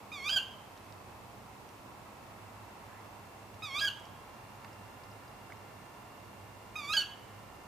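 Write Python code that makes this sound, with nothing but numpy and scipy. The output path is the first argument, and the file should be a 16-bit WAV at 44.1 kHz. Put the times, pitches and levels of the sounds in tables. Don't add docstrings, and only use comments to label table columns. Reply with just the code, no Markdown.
import sys
import numpy as np
from scipy import signal
from scipy.io import wavfile
from scipy.ndimage import uniform_filter1d

SR = 44100
rng = np.random.default_rng(int(sys.argv[2]) if len(sys.argv) > 2 else 0)


def gain_from_db(level_db):
    decades = np.asarray(level_db, float) / 20
    return 10 ** decades


def log_audio(samples):
    frames = np.atleast_2d(samples).T
    limited = np.clip(frames, -1, 1)
    pcm = np.round(limited * 32767).astype(np.int16)
    wavfile.write(sys.argv[1], SR, pcm)


N = 338247

# start_s, break_s, valley_hz, hook_height (share of the usual opening rise), level_db
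LOW_NOTES = [
    (.117, .293, 1067, 1.07, -42.5),
    (3.621, 3.798, 1070, 1.27, -42.5),
    (6.755, 6.936, 1129, .8, -42),
]
# place (share of note), above_valley_hz, effort_db, brightness_db per harmonic
LOW_NOTE_SHAPE = [(0, 97.5, -3, 2), (0.071, 175.5, -2.5, 0), (.2, 116, -4, -0.1), (0.359, 39.5, -6.5, -2),
                  (.53, 1.5, -5.5, 0.5), (.68, 33, -3.5, -0.1), (.86, 132.5, 3, -0.3),
                  (.93, 143.5, 3.5, 0.9), (1, 282, 4.5, 6)]
# time_s, pitch_hz, effort_db, brightness_db per harmonic
HIGH_NOTES = [
    [(.295, 1530, -29, 5.5), (.315, 1605, -35.5, 7), (.333, 1632, -29.5, 5), (.348, 1624, -40, 13),
     (.359, 1589, -29.5, -2), (.37, 1565, -26.5, -1.5), (.381, 1475, -38, 8), (.393, 1360, -36, 8)],
    [(3.8, 1568, -41, 5), (3.815, 1624, -28, -7.5), (3.836, 1653, -34.5, -2), (3.85, 1604, -29, -13),
     (3.86, 1604, -39, 2), (3.878, 1538, -31.5, -5.5), (3.886, 1460, -36, 5), (3.894, 1330, -44, -1)],
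    [(6.938, 1620, -33, 1), (6.953, 1652, -32, 0.5), (6.966, 1623, -35, -1.5), (6.969, 1515, -29, -1.5),
     (6.982, 1504, -35, 6.5), (6.998, 1493, -32.5, 3.5), (7.013, 1464, -35.5, 1), (7.034, 1313, -47, 0)],
]
# first_db, third_db, fourth_db
LOW_COLOURS = [(-12, -3, -10.5), (-7, 0, -10), (-5.5, -3, -9)]
# first_db, third_db, fourth_db
HIGH_COLOURS = [(-7, -14, -21.5), (-11, -5, -16), (-13, -3, -13)]
# pitch_hz, level_db against the 4th
THROAT = [(5300, -4.5), (6400, -4.5), (7200, -11), (8000, -23), (11000, -21.5), (16000, -23)]
# multiple (of pitch), level_db against the 2nd harmonic
HALF_LINES = [(1.5, -18), (2.5, -11), (3.5, -36)]
STRAIN_DB = [-15, -16, -7]
EDGE_DULL_DB, EDGE_S = 20, 0.0045
FLUTTER_DB, FLUTTER_PER_S = 2, 18
# pitch_hz, width_hz, change_db
PATH_COLOUR = [
    [(1150, 150, 3), (1600, 30, -8), (3240, 100, -6), (3950, 200, -4), (6540, 200, -10)],
    [(1645, 90, 9), (3420, 80, -6), (4950, 200, -6), (6000, 300, -6)],
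]
OWL_PAN_DB = [-4, -4.5, -5]
# delay_s, level_db
SCATTER = [(.004, -3.5), (.03, -12), (.08, -21), (.15, -29), (.25, -40), (.4, -51), (.6, -64)]
# low_hz, high_hz, decay_speed (factor)
FADING = [(910, 2240, 1.12), (2410, 4090, 1.01), (4460, 21000, 1.18)]
# pitch_hz, width_hz, added_share
TRUNK_GAPS = [
    [(1653, 27, 1.5), (3280, 25, 2), (3240, 220, -0.15)],
    [(1640, 58, 1.1), (3060, 100, -0.3), (4520, 100, 0.1), (6000, 65, 0.5)],
]

# time_s, peak_db, low_hz, high_hz, decay_ms
TICKS = [(.775, -51, 3500, 5500, 3), (.924, -44.5, 1510, 5500, 2), (1.690, -48, 1800, 6500, 3),
         (3.543, -50, 2820, 5770, 3), (3.998, -44.5, 2006, 7000, 2.5), (4.054, -49.5, 4360, 6500, 3),
         (4.471, -60, 4200, 4700, 2.9), (4.646, -40.5, 1130, 2800, 3.2), (4.646, -48, 2800, 5400, 3),
         (4.73, -57, 4800, 5300, 4), (4.855, -61, 4800, 5300, 4), (5.035, -54, 4400, 5360, 5.5),
         (5.115, -55, 4700, 5260, 3), (5.278, -56, 4750, 5300, 4), (5.502, -45, 1300, 1910, 5),
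         (5.512, -57, 1600, 2100, 4), (5.521, -40, 1900, 2300, 3.1), (5.5215, -53, 3000, 6500, 1.5),
         (5.569, -60, 4700, 5600, 2.5)]
# time_s, whine_hz, whine_db, lower_gears_db (nearness)
VEHICLE = [
    (0, 2596, -76, -1),
    (.9, 2580, -78, -29),
    (1.6, 2620, -79, -11),
    (2, 2663, -77, -2),
    (3.5, 2713, -76.5, 4),
    (4.3, 2766, -74, 8),
    (6.2, 2774, -73, 10.5),
    (7.67, 2790, -73.5, 11.5),
]
# pitch (share of the whine), level_db
GEARS = [(.501, -83), (0.515, -89), (0.6387, -83), (0.667, -90), (.7505, -84), (.827, -89)]
# time_s, pitch_hz, level_db
TYRES = [
    (2.86, 1400, -92),
    (2.92, 1600, -59),
    (3.0, 2110, -60),
    (3.06, 2250, -90),
]
# pitch_hz, width_hz, level_db
HUM = [(103, 6.4, -62.5), (200, 22, -67.5)]

# pitch_hz, level_db per Hz
NIGHT = [(13, -55), (22, -78), (41, -7.5), (70, -8.5), (105, -1), (154, -8), (192, -8), (253, -8),
         (475, -9.5), (944, -6.5), (1500, -20.5), (2470, -19.5), (2750, -23), (3330, -24.5), (15500, -34)]
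NIGHT_DB = -52
# time_s, swell_db
TRAFFIC = [(0, 3.5), (1, 3.5), (1.8, 3), (2.3, 4.5), (2.9, 5), (3.5, 3), (4.5, 4.5), (5.5, 4), (6.5, 2.5),
           (7.67, 3)]
# pitch_hz, likeness of left and right (0 to 1)
LIKENESS = [(25, 0.5), (60, 0.99), (150, 0.83), (380, 0.63), (950, 0.54), (2380, 0.023), (5980, 0.17),
            (15000, 0.55)]
# pitch_hz, left_minus_right_db
LEAN = [(60, -2), (240, -2.5), (950, -2.5), (3770, 0), (15000, 0.0)]

CLOCK_HZ, INPUT_CUTOFF_HZ = 3899, 15450
CLOCK_LEAK_DB = [-22.5, -30.5, -32, -33, -42]


def owl():
    calls = []
    for i in range(3):
        colours = LOW_COLOURS[i], HIGH_COLOURS[i]
        calls.append(call(LOW_NOTES[i], HIGH_NOTES[i], colours, PATH_COLOUR[i // 2], STRAIN_DB[i]))
    scattered = trees(calls[0] + calls[1], TRUNK_GAPS[0]) + trees(calls[2], TRUNK_GAPS[1])
    direct = sum(panned(c, pan_db) for c, pan_db in zip(calls, OWL_PAN_DB))
    return direct + panned(scattered, -2.0)


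def call(low_note, high_note, colours, path_colour, split_db):
    t, pitch, effort_db, bright_db, high = contour(low_note, high_note)
    start = round(t[0] * SR)
    jitter = 0.0012 * drift(146, count=len(t))
    pitch = uniform_filter1d(pitch, size=100) * (1 + jitter)
    phase = 2 * np.pi * np.cumsum(pitch) / SR

    first, third, fourth = (effort_db + a + (b - a) * high for a, b in zip(*colours))
    lines = [(1, first - bright_db), (2, effort_db), (3, third + bright_db), (4, fourth)]
    lines += [(k, fourth + at_hz(THROAT, k * pitch)) for k in range(5, 11)]
    strain_db = split_db - 18.0 * np.clip((1450 - pitch) / 200, 0, 1)
    lines += [(k, effort_db + db + strain_db) for k, db in HALF_LINES]

    from_edge_s = np.minimum(t - t[0], t[-1] - t)
    edge = np.exp(-from_edge_s / EDGE_S)
    voice = 0
    for k, db in lines:
        line_hz = k * pitch
        db = db - EDGE_DULL_DB * np.clip(k - 2, 0, 2) * edge
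        db = db + FLUTTER_DB * drift(FLUTTER_PER_S, count=len(t))
        for hz, width_hz, change_db in path_colour:
            db = db + change_db * np.exp(-((line_hz - hz) / width_hz) ** 2)
        tone = np.sqrt(2) * np.sin(k * phase + rng.uniform(0, 2 * np.pi))
        voice = voice + gain_from_db(db) * tone * (line_hz < 15600)

    breath = resonance(rng.standard_normal(len(t)), hz=3320, width_hz=3600) * (1 + np.sin(phase))
    voice += gain_from_db(effort_db - 25) * rms_one(breath)
    out = np.zeros(N)
    out[start:start + len(t)] = voice * np.clip(from_edge_s / 0.0014, 0, 1)
    return out


def contour(low_note, high_note):
    start, stop, valley_hz, hook, level_db = low_note
    t = np.arange(round(start * SR), round(high_note[-1][0] * SR)) / SR
    share, rise_hz, effort_db, bright_db = np.transpose(LOW_NOTE_SHAPE)
    before_valley = share < share[np.argmin(rise_hz)]
    rise_hz = rise_hz * np.where(before_valley, hook, 1)
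    low_s = start + share * (stop - start)
    low = np.transpose([low_s, valley_hz + rise_hz, level_db + effort_db, bright_db])
    pitch, effort_db, bright_db = in_time(np.vstack([low, high_note]), t)
    smooth = uniform_filter1d(pitch, size=350, mode="nearest")
    pitch = np.where(t < low[-3, 0], smooth, pitch)
    high = np.interp(t, [stop, high_note[0][0]], [0, 1])
    return t, pitch, effort_db, bright_db, high


def trees(x, favoured):
    lag = np.arange(round(SCATTER[-1][0] * SR)) / SR
    white = rng.standard_normal((2, len(lag)))
    white[1] = 0.76 * white[0] + 0.62 * white[1]
    white += sum(share * resonance(white, hz, width_hz) for hz, width_hz, share in favoured)
    spray = 0
    for low_hz, high_hz, speed in FADING:
        decay_db = in_time(SCATTER, lag * speed)[0] - 24.5
        spray = spray + band(white, low_hz, high_hz) * gain_from_db(decay_db) * (lag > .004)
    return signal.fftconvolve(x[None], spray, axes=1)[:, :N]


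def ticks():
    out = np.zeros(N)
    fade_ms = np.arange(900) * 1000 / SR
    for s, peak_db, low_hz, high_hz, decay_ms in TICKS:
        crackle = rng.standard_normal(len(fade_ms)) * np.exp(-fade_ms / decay_ms)
        tick = band(crackle, low_hz, high_hz)
        at = round(s * SR)
        out[at:at + len(tick)] += gain_from_db(peak_db) * tick / np.abs(tick).max()
    return out


def vehicle(t):
    whine_hz, whine_db, near_db = in_time(VEHICLE, t)
    turn = 2 * np.pi * np.cumsum(whine_hz * (1 + 0.00069 * drift(6.1))) / SR
    throb = 1 + .6 * np.cos(turn / 73)
    blur = gain_from_db(-23.0 - 0.74 * near_db) * drift(90)
    out = gain_from_db(whine_db + 2.0) * np.sin(turn) * (throb + blur)
    for share, db in GEARS:
        out += gain_from_db(db + near_db + 0.79 * drift(3.4)) * np.sin(share * turn)
    return np.sqrt(2) * out


def tyre_swish(t):
    hz, db = in_time(TYRES, t)
    return gain_from_db(db) * drift(160) * np.sin(2 * np.pi * np.cumsum(hz) / SR)


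def hum():
    out = 0
    for hz, width_hz, db in HUM:
        once = resonance(rng.standard_normal(N), hz, width_hz)
        out = out + gain_from_db(db) * rms_one(resonance(once, hz, width_hz))
    return out


def night(t):
    edges = 22 * 2 ** np.arange(0, 9.7, 1 / 3)
    white = rng.standard_normal((2, 2, N))
    swell_db = in_time(TRAFFIC, t)[0]
    out = 0
    for k, (low, high) in enumerate(zip(edges, edges[1:])):
        mid, side = band(white[k % 2], low, high)
        hz = np.sqrt(low * high)
        alike = np.clip(at_hz(LIKENESS, hz), 0, 1)
        pair = np.sqrt(1 + alike) * mid + np.sqrt(1 - alike) * side * [[1], [-1]]
        road = np.exp(-(np.log(hz / 1500) / 0.53) ** 2)
        out = out + panned(pair, at_hz(LEAN, hz)) * gain_from_db(at_hz(NIGHT, hz) + road * swell_db)
    return gain_from_db(NIGHT_DB + 1.31) * rms_one(out)


def rms_one(x):
    return x / np.sqrt(np.mean(x ** 2) + 1e-20)


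def in_time(rows, t):
    s, *columns = np.transpose(rows)
    return [np.interp(t, s, c) for c in columns]


def at_hz(points, hz):
    table_hz, values = np.transpose(points)
    return np.interp(np.log(hz), np.log(table_hz), values)


def drift(rate, count=N):
    r = np.exp(-2 * np.pi * rate / SR)
    wander = signal.lfilter([1], [1, -2 * r, r * r], rng.standard_normal(count + SR))
    return rms_one(wander[SR:])


def resonance(x, hz, width_hz):
    r = np.exp(-np.pi * width_hz / SR)
    zeros = np.array([1, 0, -1]) * (1 - r * r) / 2
    return signal.lfilter(zeros, [1, -2 * r * np.cos(2 * np.pi * hz / SR), r * r], x)


def band(x, low_hz, high_hz):
    return signal.sosfilt(signal.butter(2, [low_hz, high_hz], "band", fs=SR, output="sos"), x)


def panned(x, pan_db):
    return x * gain_from_db(np.array([[pan_db / 2], [-pan_db / 2]]))


def scene():
    t = np.arange(N) / SR
    far_things = ticks() + vehicle(t) + tyre_swish(t) + hum()
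    return owl() + panned(far_things, -4.0) + night(t)


def low_pass(x):
    return signal.sosfilt(signal.butter(12, 15680, fs=SR, output="sos"), x)


def record(dry):
    clock = 2 * np.pi * CLOCK_HZ * np.arange(N) / SR
    loudness = np.tanh(uniform_filter1d(np.abs(dry), size=300) / 0.0059)
    leak = sum(2 * gain_from_db(db) * np.cos(k * clock) for k, db in enumerate(CLOCK_LEAK_DB, 1))
    rippled = dry * (1 + loudness * leak)
    steep_cut = signal.ellip(10, .5, 60, INPUT_CUTOFF_HZ, fs=SR, output="sos")
    return low_pass(signal.sosfilt(steep_cut, rippled))


dry = scene()
out = record(dry)
log_audio(out)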